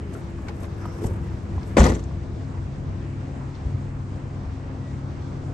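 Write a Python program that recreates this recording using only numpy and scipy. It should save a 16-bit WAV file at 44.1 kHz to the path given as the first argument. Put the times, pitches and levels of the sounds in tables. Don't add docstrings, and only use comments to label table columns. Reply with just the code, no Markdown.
import sys
import numpy as np
from scipy import signal
from scipy.fft import rfft, irfft
from scipy.io import wavfile
from scipy.ndimage import uniform_filter1d

SR = 44100
rng = np.random.default_rng(int(sys.argv[2]) if len(sys.argv) > 2 else 0)


def wav_record(signal):
    frames = np.transpose(np.atleast_2d(signal))
    bounded = np.clip(frames, -1, 1)
    quanta = np.round(bounded * 32767).astype(np.int16)
    wavfile.write(sys.argv[1], SR, quanta)


N = 243873

# time in seconds, level in dB.
RUMBLE_LEVEL = [(0, -35), (.85, -35), (1.15, -31.5), (2.0, -32), (2.96, -32.5), (3.3, -37.5), (3.67, -33.5),
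                (4.2, -35.5), (5.53, -36)]
# frequency in Hz, relative density in dB per Hz.
AIR_COLOUR = [(15, -49), (25, -10), (75, -1), (129, -5), (213, -9.5), (273, -10.5), (460, -19), (996, -24),
              (1450, -29), (2160, -34), (3290, -41.5), (6450, -45.5), (7870, -48.5), (8690, -51),
              (9600, -65.5), (12500, -113), (21100, -120)]
# frequency in Hz, wander width in Hz, level in dB at the open hatch,
# level in dB out beside the car.
HUM_TONES = [(70, 4, -43, -43), (97.26, 2.78, -39.5, -37), (137, 2.23, -47.5, -36), (195.2, 4.87, -46, -49),
             (263.8, 1.12, -52, -45), (338.2, 2.3, -45.5, -52)]
# frequency in Hz, left-right likeness 0-1, left over right in dB.
FAR_PAIR = [(60, 0.96, 2), (263, 0.83, 1.5), (430, 0.64, 2), (736, 0.2, 1.5), (1440, 0, -0.5),
            (2360, 0.39, -0.5), (3700, 0.22, 1.5), (4600, 0.32, 2), (6960, 0.34, 3), (8700, 0.3, -0.5)]
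# frequency in Hz, left-
# right likeness 0-1, left over right in dB, phase lead of the left in radians.
NEAR_PAIR = [(60, .99, 1, 0), (260, .94, 2.5, .2), (670, .7, 6, .6), (1150, .75, 5, .7), (1640, .7, 1, 3.3),
             (1980, .78, 1, 5.5), (2400, .65, 2, 6.9), (4500, .55, 3.5, 6.9), (6000, .2, 2, 7.5),
             (9000, .45, 1, 6.2)]
# peak time in seconds, swell in seconds, fade in seconds,
# hiss level in dB, dull rubbing level in dB.
STROKES = [(.144, 0.037, 0.099, -54, -40.5), (.5, 0.065, 0.019, -80, -39), (.638, 0.14, 0.047, -57.5, -40),
           (.87, 0.26, 0.24, -60.5, -45), (1.045, 0.078, 0.12, -49, -34.5),
           (1.069, 0.026, 0.011, -41.5, -37), (1.33, 0.24, 0.17, -77, -59), (1.68, 0.08, 0.2, -61, -46)]
# frequency in Hz, relative density in dB per Hz.
RUSTLE_COLOUR = [(1470, -32), (2500, -24), (2780, -10), (3990, -15.5), (5420, -9.5), (8930, -4),
                 (9740, -31), (10100, -71), (10800, -17), (11500, 9), (12300, -24), (16000, -58),
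                 (22000, -120)]
# start in seconds, knock level in dB, pitch in Hz, bright part level in dB,
# left over right in dB.
CLICKS = [(0.151, -35.5, 1360, -58, 14), (.386, -36, 1100, -63, -2), (0.483, -33, 2225, -37.5, 2),
          (0.484, -36, 1500, -46, 2), (0.485, -31, 1010, -50, 5), (0.492, -32, 840, -55, 6),
          (.494, -32, 490, -50, 2), (0.630, -37, 1100, -46, -3), (0.642, -36, 1046, -42.5, 1),
          (0.853, -28, 1250, -50, -1), (0.854, -26, 980, -55, -2), (0.855, -31, 720, -60, -1),
          (.985, -37, 1100, -60, -2), (1.019, -22.5, 400, -51, -3), (1.028, -22, 330, -60, 6),
          (1.040, -18, 390, -44, 4), (1.042, -40, 1950, -55, 2), (1.044, -28, 910, -61, 6),
          (1.068, -30, 334, -61, -2), (1.082, -29, 450, -63, 0), (1.094, -27, 380, -63, 4),
          (1.108, -30, 480, -65, 0), (1.578, -31, 775, -62, -2), (1.580, -33, 1010, -62, -5),
          (1.630, -49, 4500, -44, 3), (2.110, -36, 1050, -69, 1), (2.431, -41, 760, -65, -5),
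          (3.545, -50, 3500, -48, 1), (3.552, -48, 4300, -48, 3), (3.560, -54, 3200, -52, 1)]
# start in seconds, end in seconds, level in dB.
STRUT_HISS = [(.78, 1.11, -62), (1.28, 1.45, -75)]
# time of the trough in seconds, peak in dB,
# frequency in Hz, length in seconds.
BUMPS = [(1.054, -12, 98, 0.0029), (1.13, -23, 83.5, 0.016), (1.168, -23.5, 90, 0.02),
         (1.375, -23, 70.5, 0.0065), (1.531, -23.5, 81.4, 0.028), (1.576, -17.5, 81.6, 0.013),
         (3.668, -19.5, 63.6, 0.014), (3.749, -17.5, 106, 0.0083)]
# time in seconds, relative strength in dB.
CONTACTS = [(1.7677, -20.5), (1.7696, -6), (1.775, -14), (1.7815, -7.5), (1.785, -21), (1.797, -24.5),
            (1.805, -10.5), (1.816, -12), (1.832, -24), (1.841, -14.5), (1.852, -18.5), (1.863, -13.5),
            (1.872, -17), (1.888, -23), (1.901, -19.5), (1.919, -23), (1.950, -30), (1.965, -29)]
# frequency in Hz, relative level in dB,
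# 60 dB decay time in seconds before the limits on ringing below.
PANEL_MODES = [(206, -9, 0.23), (238.4, -3.5, 0.2), (313, -5.5, 0.12), (369, -5, 0.12), (426, -8, 0.094),
               (481, -6, 0.13), (529, 1, 0.058), (613, -11.5, 0.22), (715, -9.5, 0.27), (864, -8.5, 0.11),
               (932, -10, 0.057), (1017, -13, .07), (1132, -10.5, 0.15), (1224, -13.5, 0.12),
               (1467, -7, 0.06), (1710, -10, 0.083), (1845, -7.5, 0.082), (2040, -13, 0.04),
               (2380, -21, 0.03)]
# frequency in Hz, relative density in dB per Hz.
SHUDDER_COLOUR = [(60, -20), (110, 0), (350, -3), (700, -12), (1200, -17), (1500, -18), (2000, -17),
                  (3000, -20.5), (5200, -24), (8500, -33), (9700, -46), (10700, -43), (11500, -25),
                  (12300, -38)]
# hold level in dB, hold in seconds, fall in dB per second.
SHUDDER_PARTS = [(-21, 0.14, 181), (-28.5, 0.1, 180), (-29.5, 0.09, 161)]
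# start in seconds, relative level in dB.
BOUNCES = [(1.782, -28), (1.791, -29), (1.800, -28), (1.838, -28), (1.895, -36), (1.944, -43), (1.950, -44),
           (1.992, -47), (2.036, -48)]
# start in seconds, level in dB, frequency in Hz,
# 60 dB decay time in seconds.
BOOM = [(1.770, -24, 75, 0.15), (1.790, -22, 27, 0.3), (1.800, -20.5, 118, 0.66), (1.803, -19.5, 162, .6),
        (1.9, -26, 107, .5), (1.794, -8.5, 58.6, 0.54), (1.797, -12.5, 67, 0.39), (1.801, -18, 89.8, 0.98),
        (2.1, -39, 27, 0.24)]

SINK_END_S, SINK_START_HZ, SINK_END_HZ, SINK_DB = 0.29, 420, 343, -45
WASH_DB = -40.5
HUM_WAVER_DB = 1.6
WALK_FROM_S, WALK_TO_S = 0.94, 3.34
STROKE_DROP_DB = 20
RUSTLE_REST_DB, RUBBING_REST_DB = -73, -51
SCUFF_DB = -9
SCUFF_LIMIT_DB = -44
CLICK_T60_S, CLICK_T60_SLOPE = 0.036, 0.15
STRUT_FROM_S, STRUT_TO_S, STRUT_EDGE_S = 0.78, 1.02, 0.02
STRUT_START_HZ, STRUT_END_HZ, STRUT_WIDTH_HZ = 1440, 950, 130
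STRUT_DB, STRUT_FLUTTER_DB = -52, 3
STRUT_HISS_HZ, STRUT_HISS_EDGE_S = (4860, 6230), 0.04
DETUNE = 0.04
PANEL_DB = -5
LONGEST_RING_S, LONGEST_RING_CYCLES = 0.2, 90
SHUDDER_ATTACK_S = 0.005
ROCK_HZ, ROCK_DB = 20.5, 2.5
ROCK_PEAK_S = 0.032
CHATTER_PER_S, CHATTER_T60_S, CHATTER_SHARE = 900, 0.006, 0.5
CLATTER_PER_S, CLATTER_DB, CLATTER_T60_S = 350, -2.5, 0.05
BOUNCE_ATTACK_S = 0.0015
WHISTLE_S, WHISTLE_LENGTH_S, WHISTLE_EDGE_S, WHISTLE_HZ, WHISTLE_DB = 4.795, 0.14, 0.015, 1930, -62
CUTOFF_HZ = 12800


def from_db(db):
    return 10 ** (np.asarray(db) / 20)


def rms_one(x):
    return x / np.sqrt(np.mean(x ** 2) + 1e-20)


def in_time(rows):
    s, *columns = np.transpose(rows)
    return [np.interp(np.arange(N) / SR, s, c, left=-120, right=-120) for c in columns]


def in_hz(rows):
    hz, *columns = np.transpose(rows)
    log_hz = np.log(np.fft.rfftfreq(N, 1 / SR) + 1)
    return [np.interp(log_hz, np.log(hz), c) for c in columns]


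def band(x, low_hz, high_hz):
    sos = signal.butter(2, [low_hz, high_hz], "band", fs=SR, output="sos")
    return rms_one(signal.sosfilt(sos, x))


def drift(rate_hz):
    r = np.exp(-80 * np.pi * rate_hz / SR)
    white = rng.standard_normal(N // 40 + 2002)
    slow = signal.lfilter([1], [1, -2 * r, r * r], white)[2000:]
    return np.interp(np.arange(N) / 40, np.arange(len(slow)), rms_one(slow))


def decay(t60):
    return from_db(-60 / (t60 * SR))


def ring(clicks, hz, t60):
    r = decay(max(t60, .002))
    w = 2 * np.pi * hz / SR
    return signal.lfilter([0, np.sin(w)], [1, -2 * r * np.cos(w), r * r], clicks + 1e-18)


def clicks_at(times, sizes):
    out = np.zeros(N)
    out[np.round(np.asarray(times) * SR).astype(int)] = sizes
    return out


def fade(times, level_db, t60):
    return signal.lfilter([1], [1, -decay(t60)], clicks_at(times, from_db(level_db)) + 1e-18)


def gate(t, start, end, edge_s):
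    return np.clip(np.minimum(t - start, end - t) / edge_s, 0, 1)


def pair(shared, own, ports, colour=None):
    alike, balance_db, *lead = in_hz(ports)
    alike = np.clip(alike, 0, 1)
    left = rfft(shared)
    turn = np.exp(-1j * (lead[0] if lead else 0))
    right = alike * left * turn + np.sqrt(1 - alike ** 2) * rfft(own)
    gain = from_db(in_hz(colour)[0]) if colour else 1
    both = np.array([left * from_db(balance_db / 2), right * from_db(-balance_db / 2)])
    return irfft(gain * both, N)


def noise_pair(ports, colour):
    return pair(*rng.standard_normal((2, N)), ports, colour)


def sinking_tone():
    t = np.arange(N) / SR
    hz = np.interp(t, [0, SINK_END_S], [SINK_START_HZ, SINK_END_HZ]) + 8 * drift(25)
    shape = np.sqrt(np.clip(1 - t / SINK_END_S, 0, 1)) * from_db(SINK_DB + 2.7 * drift(23))
    return np.sqrt(2) * shape * np.sin(2 * np.pi * np.cumsum(hz) / SR)


def surroundings():
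    rumble_db, = in_time(RUMBLE_LEVEL)
    spectrum = rfft(noise_pair(FAR_PAIR, AIR_COLOUR))
    hz = np.fft.rfftfreq(N, 1 / SR)
    edges = [0, 200, 400, 800, 1600, 3200, 6400, SR / 2]
    together = drift(4)
    parts = []
    for low, high in zip(edges, edges[1:]):
        part = irfft(spectrum * (hz >= low) * (hz < high), N)
        parts.append(part * from_db(.6 * together + 1.1 * drift(6)))
    rumble = from_db(rumble_db) * rms_one(parts[0])
    wash = from_db(WASH_DB) * rms_one(sum(parts[1:]))
    return rumble + wash


def hum():
    out = 0
    away = np.interp(np.arange(N) / SR, [WALK_FROM_S, WALK_TO_S], [0, 1])
    for hz, width_hz, near_db, away_db in HUM_TONES:
        wandering_hz = hz + width_hz / 2 * drift(2.75)
        phase = 2 * np.pi * (np.cumsum(wandering_hz) / SR + rng.random())
        level_db = near_db + (away_db - near_db) * away + HUM_WAVER_DB * drift(3.8)
        out = out + np.sqrt(2) * from_db(level_db) * np.sin(phase)
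    return out * from_db([[1.1], [-1.1]])


def rustle():
    t = np.arange(N) / SR
    before = t < CONTACTS[0][0]
    hiss_gain = from_db(RUSTLE_REST_DB) * before
    rub_gain = from_db(RUBBING_REST_DB) * before
    for s, swell, fading, hiss_db, rub_db in STROKES:
        shape = before * from_db(-STROKE_DROP_DB * np.maximum((s - t) / swell, (t - s) / fading))
        hiss_gain = hiss_gain + from_db(hiss_db) * shape
        rub_gain = rub_gain + from_db(rub_db) * shape
    hiss = rms_one(noise_pair(FAR_PAIR, RUSTLE_COLOUR)) * hiss_gain * from_db(3.4 * drift(35))
    rub = band(noise_pair(NEAR_PAIR, None), 170, 454) * rub_gain * from_db(2.0 * drift(28))
    scuff_gain = np.minimum(rub_gain, from_db(SCUFF_LIMIT_DB)) * from_db(SCUFF_DB + 3.6 * drift(28))
    scuff = band(noise_pair(FAR_PAIR, None), 710, 1770) * scuff_gain
    return hiss + rub + scuff


def small_clicks():
    out = np.zeros((2, N))
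    white = rng.standard_normal((2, N))
    noise = white[0] + white[1] * [[1], [-1]]
    tick = band(signal.lfilter([1], [1, -.8], noise), 1500, 6300)
    t = np.arange(SR // 5) / SR
    for s, level_db, hz, bright_db, pan_db in CLICKS:
        at = round(s * SR)
        span = slice(at, at + SR // 5)
        t60 = CLICK_T60_S * (hz / 1e3) ** -CLICK_T60_SLOPE
        low_hz, high_hz = hz / 1.5, hz * 1.4
        rough = band(band(noise[:, span], low_hz, high_hz), low_hz, high_hz)
        body = .85 * np.sin(2 * np.pi * hz * t) + .4 * rough
        knock = from_db(level_db) * body + from_db(bright_db) * tick[:, span]
        shape = (1 - np.exp(-t / .0008)) * from_db(-60 * t / t60)
        out[:, span] += knock * shape * from_db([[pan_db / 2], [-pan_db / 2]])
    return signal.sosfilt(signal.butter(8, 9000, fs=SR, output="sos"), out)


def strut_whisper():
    t = np.arange(N) / SR
    shape = gate(t, STRUT_FROM_S, STRUT_TO_S, STRUT_EDGE_S)
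    hz = np.interp(t, [STRUT_FROM_S, STRUT_TO_S], [STRUT_START_HZ, STRUT_END_HZ])
    phase = 2 * np.pi * np.cumsum(hz) / SR
    whisper = drift(STRUT_WIDTH_HZ) * np.cos(phase) + drift(STRUT_WIDTH_HZ) * np.sin(phase)
    return from_db(STRUT_DB + STRUT_FLUTTER_DB * drift(12)) * shape * whisper


def strut_hiss():
    t = np.arange(N) / SR
    shape = sum(from_db(level_db) * gate(t, start, end, STRUT_HISS_EDGE_S) for start, end, level_db in STRUT_HISS)
    air = band(band(noise_pair(NEAR_PAIR, None), *STRUT_HISS_HZ), *STRUT_HISS_HZ)
    return air * shape * from_db(1.2 * drift(30))


def bumps():
    t = np.arange(N) / SR
    return sum(-from_db(peak_db) * np.cos(2 * np.pi * hz * (t - s)) * np.exp(-((t - s) / length) ** 2)
               for s, peak_db, hz, length in BUMPS)


def panel(strikes, shifts):
    out = np.zeros(N)
    t = np.arange(SR // 4)[:, None] / SR
    hz, mode_db, t60 = np.transpose(PANEL_MODES)
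    t60 = np.clip(t60, .002, np.minimum(LONGEST_RING_S, LONGEST_RING_CYCLES / hz))
    dying = from_db(mode_db + PANEL_DB - 60 * t / t60)
    for (s, strength_db), strike, shift in zip(CONTACTS, strikes, shifts):
        modes = np.sin(2 * np.pi * hz * (1 + DETUNE * shift) * t) * dying
        out[round(s * SR):][:len(t)] += from_db(strength_db) * modes @ np.tanh(3 * strike)
    return out


def panel_rings():
    draws = rng.standard_normal((2, 2, len(CONTACTS), len(PANEL_MODES)))
    return pair(*(panel(strikes, shifts) for strikes, shifts in draws), NEAR_PAIR)


def evened(x, span_s):
    power = uniform_filter1d(np.mean(x ** 2, axis=0), int(span_s * SR))
    return rms_one(x / np.sqrt(power + 0.037))


def shudder_noise():
    grain = noise_pair(NEAR_PAIR, SHUDDER_COLOUR)
    dull = evened(band(grain, 120, 600), .012)
    middle = evened(band(grain, 550, 3200), .006)
    bright = evened(band(grain, 2300, 12500), .003)
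    return dull, middle, bright


def shudder_levels():
    t = np.arange(N) / SR - CONTACTS[0][0]
    attack_db = 20 * np.log10(np.clip(t / SHUDDER_ATTACK_S + .5, 1e-6, 1))
    levels = [attack_db + hold_db - fall_db * np.maximum(t - hold_s, 0) for hold_db, hold_s, fall_db in SHUDDER_PARTS]
    return levels, ROCK_DB * np.cos(2 * np.pi * ROCK_HZ * (t - ROCK_PEAK_S))


def rattles():
    born = (rng.random(N) < CHATTER_PER_S / SR) * rng.exponential(1, N)
    grains = signal.lfilter([1], [1, -decay(CHATTER_T60_S)], born)
    return rms_one(1 - CHATTER_SHARE + CHATTER_SHARE * rms_one(grains))


def clatter(level_db):
    taps = (rng.random((2, N)) < CLATTER_PER_S / SR) * rng.exponential(1, (2, N))
    rings = 0
    for hz, mode_db, _ in PANEL_MODES:
        if hz > 450:
            signed_taps = taps * rng.standard_normal((2, N))
            rings = rings + from_db(mode_db / 2) * ring(signed_taps, hz, CLATTER_T60_S)
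    return pair(*(rms_one(rings) * from_db(level_db + CLATTER_DB)), NEAR_PAIR)


def contact_cracks(middle, bright):
    s, strength_db = np.transpose(CONTACTS)
    return (middle + 0.28 * bright) * fade(s, strength_db - 10, 0.04)


def trim_bounces(bright):
    s, level_db = np.transpose(BOUNCES)
    shape = uniform_filter1d(fade(s + BOUNCE_ATTACK_S, level_db, .05), int(2 * BOUNCE_ATTACK_S * SR))
    return band(band(bright, 4800, 12000), 4800, 8500) * shape


def cabin_boom():
    boom = sum(ring(clicks_at([s], from_db(level_db)), hz, t60) for s, level_db, hz, t60 in BOOM)
    return boom * from_db([[.5], [-.5]])


def slam():
    dull, middle, bright = shudder_noise()
    (dull_db, middle_db, bright_db), rock_db = shudder_levels()
    chatter = from_db(rock_db) * rattles()
    shudder = from_db(dull_db) * dull
    shudder = shudder + chatter * (from_db(middle_db) * middle + from_db(bright_db) * bright)
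    loose = clatter(middle_db + rock_db)
    return panel_rings() + shudder + loose + contact_cracks(middle, bright) + trim_bounces(bright) + cabin_boom()


def whistle():
    t = np.arange(N) / SR
    shape = gate(t - WHISTLE_S, 0, WHISTLE_LENGTH_S, WHISTLE_EDGE_S) * from_db(WHISTLE_DB + 1.2 * drift(25))
    hz = WHISTLE_HZ + 8 * drift(15)
    return np.sqrt(2) * shape * np.sin(2 * np.pi * np.cumsum(hz) / SR)


def scene():
    background = sinking_tone() + surroundings() + hum()
    handling = rustle() + small_clicks() + bumps()
    hatch = strut_whisper() + strut_hiss() + slam()
    return background + handling + hatch + whistle()


def record(dry):
    low_cut = signal.sosfilt(signal.butter(2, 25, "high", fs=SR, output="sos"), dry)
    rounded = low_cut / (1 + np.abs(low_cut / .95) ** 4) ** .25
    return signal.sosfilt(signal.cheby2(12, 70, CUTOFF_HZ, fs=SR, output="sos"), rounded)


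dry = scene()
out = record(dry)
wav_record(out)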